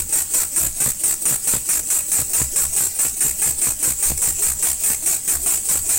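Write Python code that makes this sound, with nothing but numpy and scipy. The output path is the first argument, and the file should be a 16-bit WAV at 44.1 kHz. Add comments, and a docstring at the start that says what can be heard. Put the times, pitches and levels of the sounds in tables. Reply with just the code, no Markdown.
"""On a table in a quiet room, a small three-cylinder compressed-air engine turns about 4.7 times a second, close to
a mono microphone. Once a turn a port snaps open: air flutters through it in fast pulses that ring near 8 kHz, then
breaks into slower sputters that knock the base against the table and set it swinging. Between the puffs the ports
leak with a rising buzz. Pulse trains and filtered noise make the air, resonances the knocks; a limiter holds the peaks."""
import sys
import numpy as np
from scipy import signal
from scipy.fft import rfft, irfft, next_fast_len
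from scipy.io import wavfile
from scipy.ndimage import uniform_filter1d, minimum_filter1d, map_coordinates

SR = 44100
rng = np.random.default_rng(int(sys.argv[2]) if len(sys.argv) > 2 else 0)


def waveform_to_disk(signal):
    """Save audio, clipped to [-1, 1], as 16-bit WAV at the path in sys.argv[1]."""
    frames = np.transpose(np.atleast_2d(signal))
    scaled = np.clip(frames, -1, 1) * 32767
    samples = np.round(scaled).astype(np.int16)
    wavfile.write(sys.argv[1], SR, samples)


N = 263718
TIME = np.arange(N) / SR


def amp(db):
    """Decibels to gain."""
    return 10 ** (np.asarray(db) / 20)


def unit(x):
    """Scaled to rms 1."""
    return x / np.sqrt(np.mean(x ** 2) + 1e-20)


def noise():
    """White noise."""
    return rng.standard_normal(N)


def wobble(rate):
    """A smooth random curve through rate knots a second."""
    knots = rng.standard_normal(int(N * rate / SR) + 4)
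    return map_coordinates(knots, [TIME * rate])


def filtered(x, response):
    """x times a complex response of frequency."""
    size = 2 * next_fast_len(N // 2 + SR // 4)
    return irfft(rfft(x, size) * response(np.fft.rfftfreq(size, 1 / SR)), size)[:N]


def coloured(x, spectrum):
    """x through a causal filter drawn by (Hz, dB) points, at rms 1."""
    def response(hz):
        f, db = np.transpose(spectrum)
        log_gain = np.log(amp(np.interp(np.log(hz + 1), np.log(f), db)))
        # folding the cepstrum forward in time gives minimum phase
        cepstrum = irfft(log_gain)
        cepstrum[1:len(cepstrum) // 2] *= 2
        cepstrum[len(cepstrum) // 2 + 1:] = 0
        return np.exp(rfft(cepstrum))
    return unit(filtered(unit(x), response))


# Hiss of the quiet room: f/Hz, relative level/dB
ROOM_COLOUR = [(30, -20), (120, 6.5), (400, -13.5), (1500, -13.5), (8000, -18.5)]


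def room_floor():
    """Steady, faint filtered noise under everything."""
    return amp(-49.5) * coloured(noise(), ROOM_COLOUR)


# Low rumble of air brushing the microphone: f/Hz, relative level/dB
DRAUGHT_COLOUR = [(8, 1), (15, 4), (26, -6.5), (45, -11), (90, -23), (250, -50)]
DRAUGHT_DB, DRAUGHT_FOLLOWS = -42.5, 0.83  # base level at an average shake; dB more for each dB of shake


def draught(age, shake_db):
    """Spent air brushes the microphone as low noise, strong during the puff and fullest in the gap after it."""
    brush = np.interp(age, [0, .06, .12, .17, .2], [0.57, 0.94, 0.88, 1.0, 0.57])
    level = amp(DRAUGHT_DB + DRAUGHT_FOLLOWS * (shake_db - shake_db.mean()))  # harder strokes blow more
    return level * brush * amp(2.2 * wobble(12)) * coloured(noise(), DRAUGHT_COLOUR)


# One puff a turn: t/s the port opens, t/s from then to the main sputter, relative level/dB of the table's shake
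PUFF_TIMES = [(-.085, .09, -38.5), (0.125, .066, -46.5), (.337, .068, -45.5), (.561, .072, -35.5),
              (.802, .074, -43.5), (1.036, .076, -52), (1.254, .075, -49), (1.473, .076, -42.5),
              (1.689, .068, -45), (1.902, .069, -50), (2.117, .072, -41), (2.333, .071, -33),
              (2.56, .078, -38.5), (2.763, .077, -45), (2.989, .064, -43), (3.206, .077, -41),
              (3.418, .077, -39), (3.616, .076, -41), (3.827, .063, -40), (4.026, .077, -32),
              (4.218, .073, -39), (4.422, .065, -37.5), (4.625, .063, -43), (4.836, .069, -44),
              (5.06, .071, -52), (5.277, .063, -38), (5.461, .065, -45.5), (5.687, .072, -39),
              (5.891, .07, -39)]
# Course of one turn: share of the turn [0-1], relative level/dB of the leak, flutter f/Hz,
# relative level/dB of the buzz tone
TURN_COURSE = [(0, -26, 400.3, -51), (.15, -21.5, 429.6, -56), (.35, -23.5, 359.6, -71),
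               (.68, -23.5, 219.9, -45.5), (.79, -24, 270.4, -55), (.87, -19, 335.1, -43.5),
               (1, -21.5, 389.6, -44)]


def crank():
    """Turns the engine: time since the port opened, length of this turn, the puff's and the turn's columns."""
    starts, *puff = np.transpose(PUFF_TIMES)
    which = np.maximum(np.searchsorted(starts, TIME, side="right") - 1, 0)
    gaps = np.diff(starts)
    period = np.append(gaps, np.median(gaps))[which]
    age = TIME - starts[which]
    share, *course = np.transpose(TURN_COURSE)
    puff_now = [column[which] for column in puff]
    turn_now = [np.interp(age / period, share, column) for column in course]
    return age, period, puff_now, turn_now


THROB_HZ, THROB_RISE_S, THROB_PEAK_S, THROB_FALL_S = 67.2, 0.024, 0.082, 0.051  # mean pitch; swell after opening


def throb(age, sputter_s, shake_db, gain_db=6.5):
    """The sputters set the table swinging; the swing builds through the puff and dies after it."""
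    width = np.where(age < THROB_PEAK_S, THROB_RISE_S, THROB_FALL_S)
    swell = np.exp(-((age - THROB_PEAK_S) / width) ** 2 / 2)
    pitch = THROB_HZ * np.exp(.09 * wobble(4))
    swing = 2 * np.pi * (age - sputter_s) * pitch + 0.81 * wobble(25)
    return -amp(shake_db + gain_db) * swell * (np.cos(swing) + 0.29 * np.cos(2 * swing))


# Resonances of the table: f/Hz, width f/Hz, relative level/dB
TABLE_MODES = [(70.6, 28, -32), (129, 52, -4), (212, 97, -11), (476, 160, -16.5), (920, 370, -24.5),
               (1700, 560, -29.5)]
# The base hops on some strokes: t/s of the first hop, relative level/dB, number of hops
BASE_JOLTS = [(.6337, -23.5, 3), (.8056, -26.5, 2), (0.8617, -21, 3), (1.31, -22, 3), (1.5376, -18, 3),
              (2.191, -22.5, 3), (2.4022, -18, 2), (2.8071, -26.5, 3), (3.0513, -23, 2), (3.249, -22.5, 2),
              (3.46, -24, 3), (3.6702, -23.5, 2), (3.8758, -23.5, 3), (4.103, -21, 2), (4.277, -24.5, 2),
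              (4.903, -25.5, 2), (5.6978, -24, 2), (5.7426, -24.5, 2)]
HOP_S, HOP_LOSS_DB = .0148, 2  # time between hops; each lands softer


def table_response(f):
    """Parallel resonances, each ringing longer the narrower it is."""
    return sum(amp(db) * 1j * f * width / (centre * centre - f * f + 1j * f * width)
               for centre, width, db in TABLE_MODES)


def knocks(gain_db=44, rattle=0.085, rattle_s=0.0052):
    """Jolts make the base hop and rattle: impulses with short noise tails strike the table's resonances."""
    blows = np.zeros(N + SR)
    t = np.arange(SR // 50) / SR
    for start, db, hops in BASE_JOLTS:
        for hop in range(round(hops)):
            contact = (t == 0) + rattle * rng.standard_normal(len(t)) * np.exp(-t / rattle_s)
            first = round((start + hop * HOP_S) * SR)
            blows[first:][:len(t)] -= amp(db + gain_db - hop * HOP_LOSS_DB) * contact
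    return filtered(blows[:N], table_response)


RING_HZ, RING_AT_FLUTTER_HZ, RING_FOLLOWS = 8123, 337, 0.17  # centre pitch; flutter it belongs to; exponent


def port_ring_hz(flutter_hz):
    """The port rings a little higher as it flutters faster."""
    return RING_HZ * (flutter_hz / RING_AT_FLUTTER_HZ) ** RING_FOLLOWS


def flutter(rate_hz, ring_hz, drift=.16, jitter=.014, ring_s=0.013, chirp=0.068, scatter_db=0.76, stray=.02):
    """Port faces lift and close hundreds of times a second: a click, a rising ring, a spurt, and a faint tone."""
    rate = rate_hz * np.exp(drift * wobble(16) + jitter * wobble(150))
    cycles = np.cumsum(rate) / SR
    phase = cycles % 1
    since = phase / rate  # seconds into this pulse
    size = amp(scatter_db * rng.standard_normal(N))[cycles.astype(int)]  # one draw a pulse
    samples_off = ((cycles + .5) % 1 - .5) / rate * SR
    clicks = size * np.sinc(samples_off) * rate_hz ** -.5  # even power at any rate
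    wander = 1 + stray * wobble(35)
    pitch = ring_hz * wander * (1 + chirp * (phase - .5))
    onset = 1 - np.exp(-since / 0.00011)
    ring = size * np.sin(2 * np.pi * pitch * since) * np.exp(-since / ring_s) * onset
    spurts = size * (np.exp(-since / .0015) + .35)
    tone = np.sin(2 * np.pi * cycles + 1.4 * wobble(130))
    return (unit(clicks), unit(ring), unit(spurts)), unit(tone)


def cavity(x, echo=0.86):
    """Air repeats itself after drifting milliseconds, so a comb of narrow lines slides through the hiss."""
    delay = .0029 * SR * np.exp(.14 * wobble(5))  # in samples
    fine = signal.resample_poly(x, 4, 1)  # oversampled for smooth fractional delays

    def late(times):
        return np.interp(np.arange(N) - times * delay, np.arange(4 * N) / 4, fine)
    return unit(x + echo * late(0.99) + echo ** 2 * late(2))


def shifting(x, patchy_db=2.0):
    """The colour of the hiss shifts in small random patches of time and frequency."""
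    z = signal.stft(x, nperseg=512)[2]
    patch = np.outer(np.hanning(13), np.hanning(15))
    field = signal.fftconvolve(rng.standard_normal(z.shape), patch, "same")
    return signal.istft(z * amp(patchy_db * unit(field)), nperseg=512)[1][:N]


def air(pulses, spectrum, click_db, ring_db, rush_db):
    """Fluttering air of rms 1: a blend of clicks, port ring and turbulence."""
    clicks, ring, spurts = pulses
    turbulence = spurts * cavity(noise())
    rush = coloured(amp(click_db) * clicks + amp(rush_db) * turbulence, spectrum)
    return unit(shifting(rush + amp(ring_db) * ring))


def buzz(buzz_db, tone):
    """The flutter's own tone, unsteady in level, heard as the rising buzz."""
    return amp(buzz_db - 4.0 + 3.7 * wobble(35)) * tone


# Short spits of the leak between puffs: t/s, relative level/dB, length t/s before the fall
LEAK_SPITS = [(1.22, -27, .01), (4.175, -11, 0.0053)]


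def spits():
    """Extra flow of the leak, in short bursts."""
    return sum(amp(db) * np.interp(TIME - start, [0, .001, length, length + 0.0036], [0.0073, 0.59, 0.44, 0.022])
               for start, db, length in LEAK_SPITS)


# Colour of the leaking ports: f/Hz, relative level/dB
LEAK_COLOUR = [(60, -15), (300, -23.5), (600, -16), (1300, -29.5), (2500, -20), (3500, -25), (5000, -17.5),
               (6500, -10), (8000, -1), (9300, -5.5), (11000, -12), (12800, -15.5), (14500, -11),
               (16000, -7.5)]


def leak(leak_db, pulses):
    """Air escapes past the ports all through the turn, with the flutter's pulses in it."""
    flow = amp(leak_db - 3.0 + 1.0 * wobble(14)) + spits()
    return flow * air(pulses, LEAK_COLOUR, click_db=-14, ring_db=-6.0, rush_db=0.5)


WHISTLE_HZ, WHISTLE_WIDTH_HZ, WHISTLE_DB = 8140, 110, -10  # level relative to the broad jet


def whistle(waver_db=3.5):
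    """The wide-open port whistles: a narrow, breathy noise band that wavers in level."""
    band = filtered(noise(), lambda hz: 1 / (1 + ((hz - WHISTLE_HZ) / WHISTLE_WIDTH_HZ) ** 2))
    return amp(WHISTLE_DB) * unit(unit(band) * amp(waver_db * wobble(5.04)))


# Colour of the opening port: f/Hz, relative level/dB
PORT_COLOUR = [(100, -10.5), (600, -15), (2500, -15), (3400, -17), (4700, -21.5), (5400, -6.5),
               (6700, -0.5), (8400, 10), (9700, 3), (11800, -9), (15000, 0), (16000, -12)]
# Colour of the sputtering jet: f/Hz, relative level/dB
JET_COLOUR = [(100, -15.5), (700, -19.5), (1900, -17), (3400, -18.5), (5000, -13.5), (6500, -7), (7700, 7),
              (8700, 1.5), (10000, -5), (12500, -5.5), (14500, -4), (16000, -9.5)]
# Colour of the cylinder's rasp: f/Hz, relative level/dB
RASP_COLOUR = [(60, -25), (170, 12.5), (400, -3.5), (750, 1), (1100, -3), (1900, 1), (2200, -1.5),
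               (2550, 4.5), (3300, -13.5), (4200, 0.5), (6000, -19.5), (16000, -41)]
BLOW_DB, RASP_DB = -13, -32  # base levels of jet and rasp, alike on every stroke
BLAST_DB, BLAST_S = 2.5, 0.016  # first rush of pent-up air, and how fast it fades
OPEN_SHARE = .49  # share of the turn for which the port blows
SAG_DB, SAG_AT_S, SAG_WIDTH_S = 4, 0.034, 0.0071  # flow sags between the opening blast and the sputters
SPUTTER_HZ = 60.7  # mean rate of the sputters


def exhaust(age, period, sputter_s, pulses):
    """The puff goes from tight buzz to broad jet, chopped ever deeper into sputters; the cylinder rasps below."""
    opening = np.clip(age / 0.00046, 0, 1) * amp(BLAST_DB * np.exp(-age / BLAST_S))
    past_end = (age - OPEN_SHARE * period + 0.0048) / 0.0096
    emptying = 1 / (1 + np.exp(np.clip(past_end, -30, 30)))
    sag = amp(-SAG_DB * np.exp(-((age - SAG_AT_S) / SAG_WIDTH_S) ** 2))
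    loose = np.clip((age - .022) / 0.033, 0, 1)  # share of the broad jet as the port swings wide open
    sputter_rate = SPUTTER_HZ * np.exp(0.087 * wobble(4.04))
    beat = np.cos(2 * np.pi * (age - sputter_s) * sputter_rate + 0.32 * wobble(40))
    depth_db = np.interp(age, [0, .035, .06, .095], [1, 7, 14, 18])
    chop = amp(2.5 - depth_db * ((1 - beat) / 2) ** 1.45 + 2.05 * wobble(110))
    tight = air(pulses, PORT_COLOUR, click_db=-7, ring_db=-4.5, rush_db=1.5)
    broad = amp(1) * (air(pulses, JET_COLOUR, click_db=-10, ring_db=-28, rush_db=-3.5) + whistle())
    rough = air(pulses, RASP_COLOUR, click_db=-1.5, ring_db=-40, rush_db=1)
    rasp = amp(RASP_DB) * unit(shifting(rough, patchy_db=2.0))
    jet = np.sqrt(1 - loose) * tight + np.sqrt(loose) * broad  # equal-power crossfade
    return opening * emptying * sag * chop * (amp(BLOW_DB) * jet + rasp)


def walls(x, wet_db=-16, t60=0.36):
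    """The table top and the wall behind add a short, dense echo: a decaying noise tail."""
    t = np.arange(SR // 4) / SR
    tail = rng.standard_normal(len(t)) * amp(-60 * t / t60) * (t > .002)
    return x + amp(wet_db) * signal.fftconvolve(x, tail / np.linalg.norm(tail))[:N]


def scene():
    """Puffs, leak, buzz, knocks and table throb in a quiet room; both channels alike."""
    age, period, (sputter_s, shake_db), (leak_db, flutter_hz, buzz_db) = crank()
    pulses, tone = flutter(flutter_hz, port_ring_hz(flutter_hz))
    background = room_floor() + draught(age, shake_db)
    table = knocks() + throb(age, sputter_s, shake_db)
    blowing = walls(exhaust(age, period, sputter_s, pulses) + leak(leak_db, pulses))
    mono = blowing + buzz(buzz_db, tone) + table + background
    return np.array([mono, mono])


TOP_HZ = 15900  # band limit


def record(dry, hold_s=0.00069):
    """A fast limiter holds the peaks; nothing is kept above the band limit."""
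    ceiling_db = -9.3
    needed = np.minimum(1, amp(ceiling_db) / (np.abs(dry[0]) + 1e-9))
    size = max(int(hold_s * SR), 2)
    gain = uniform_filter1d(minimum_filter1d(needed, size), size)
    mono = filtered(dry[0] * gain, lambda hz: hz < TOP_HZ)
    return np.array([mono, mono])


dry = scene()
out = record(dry)
waveform_to_disk(out)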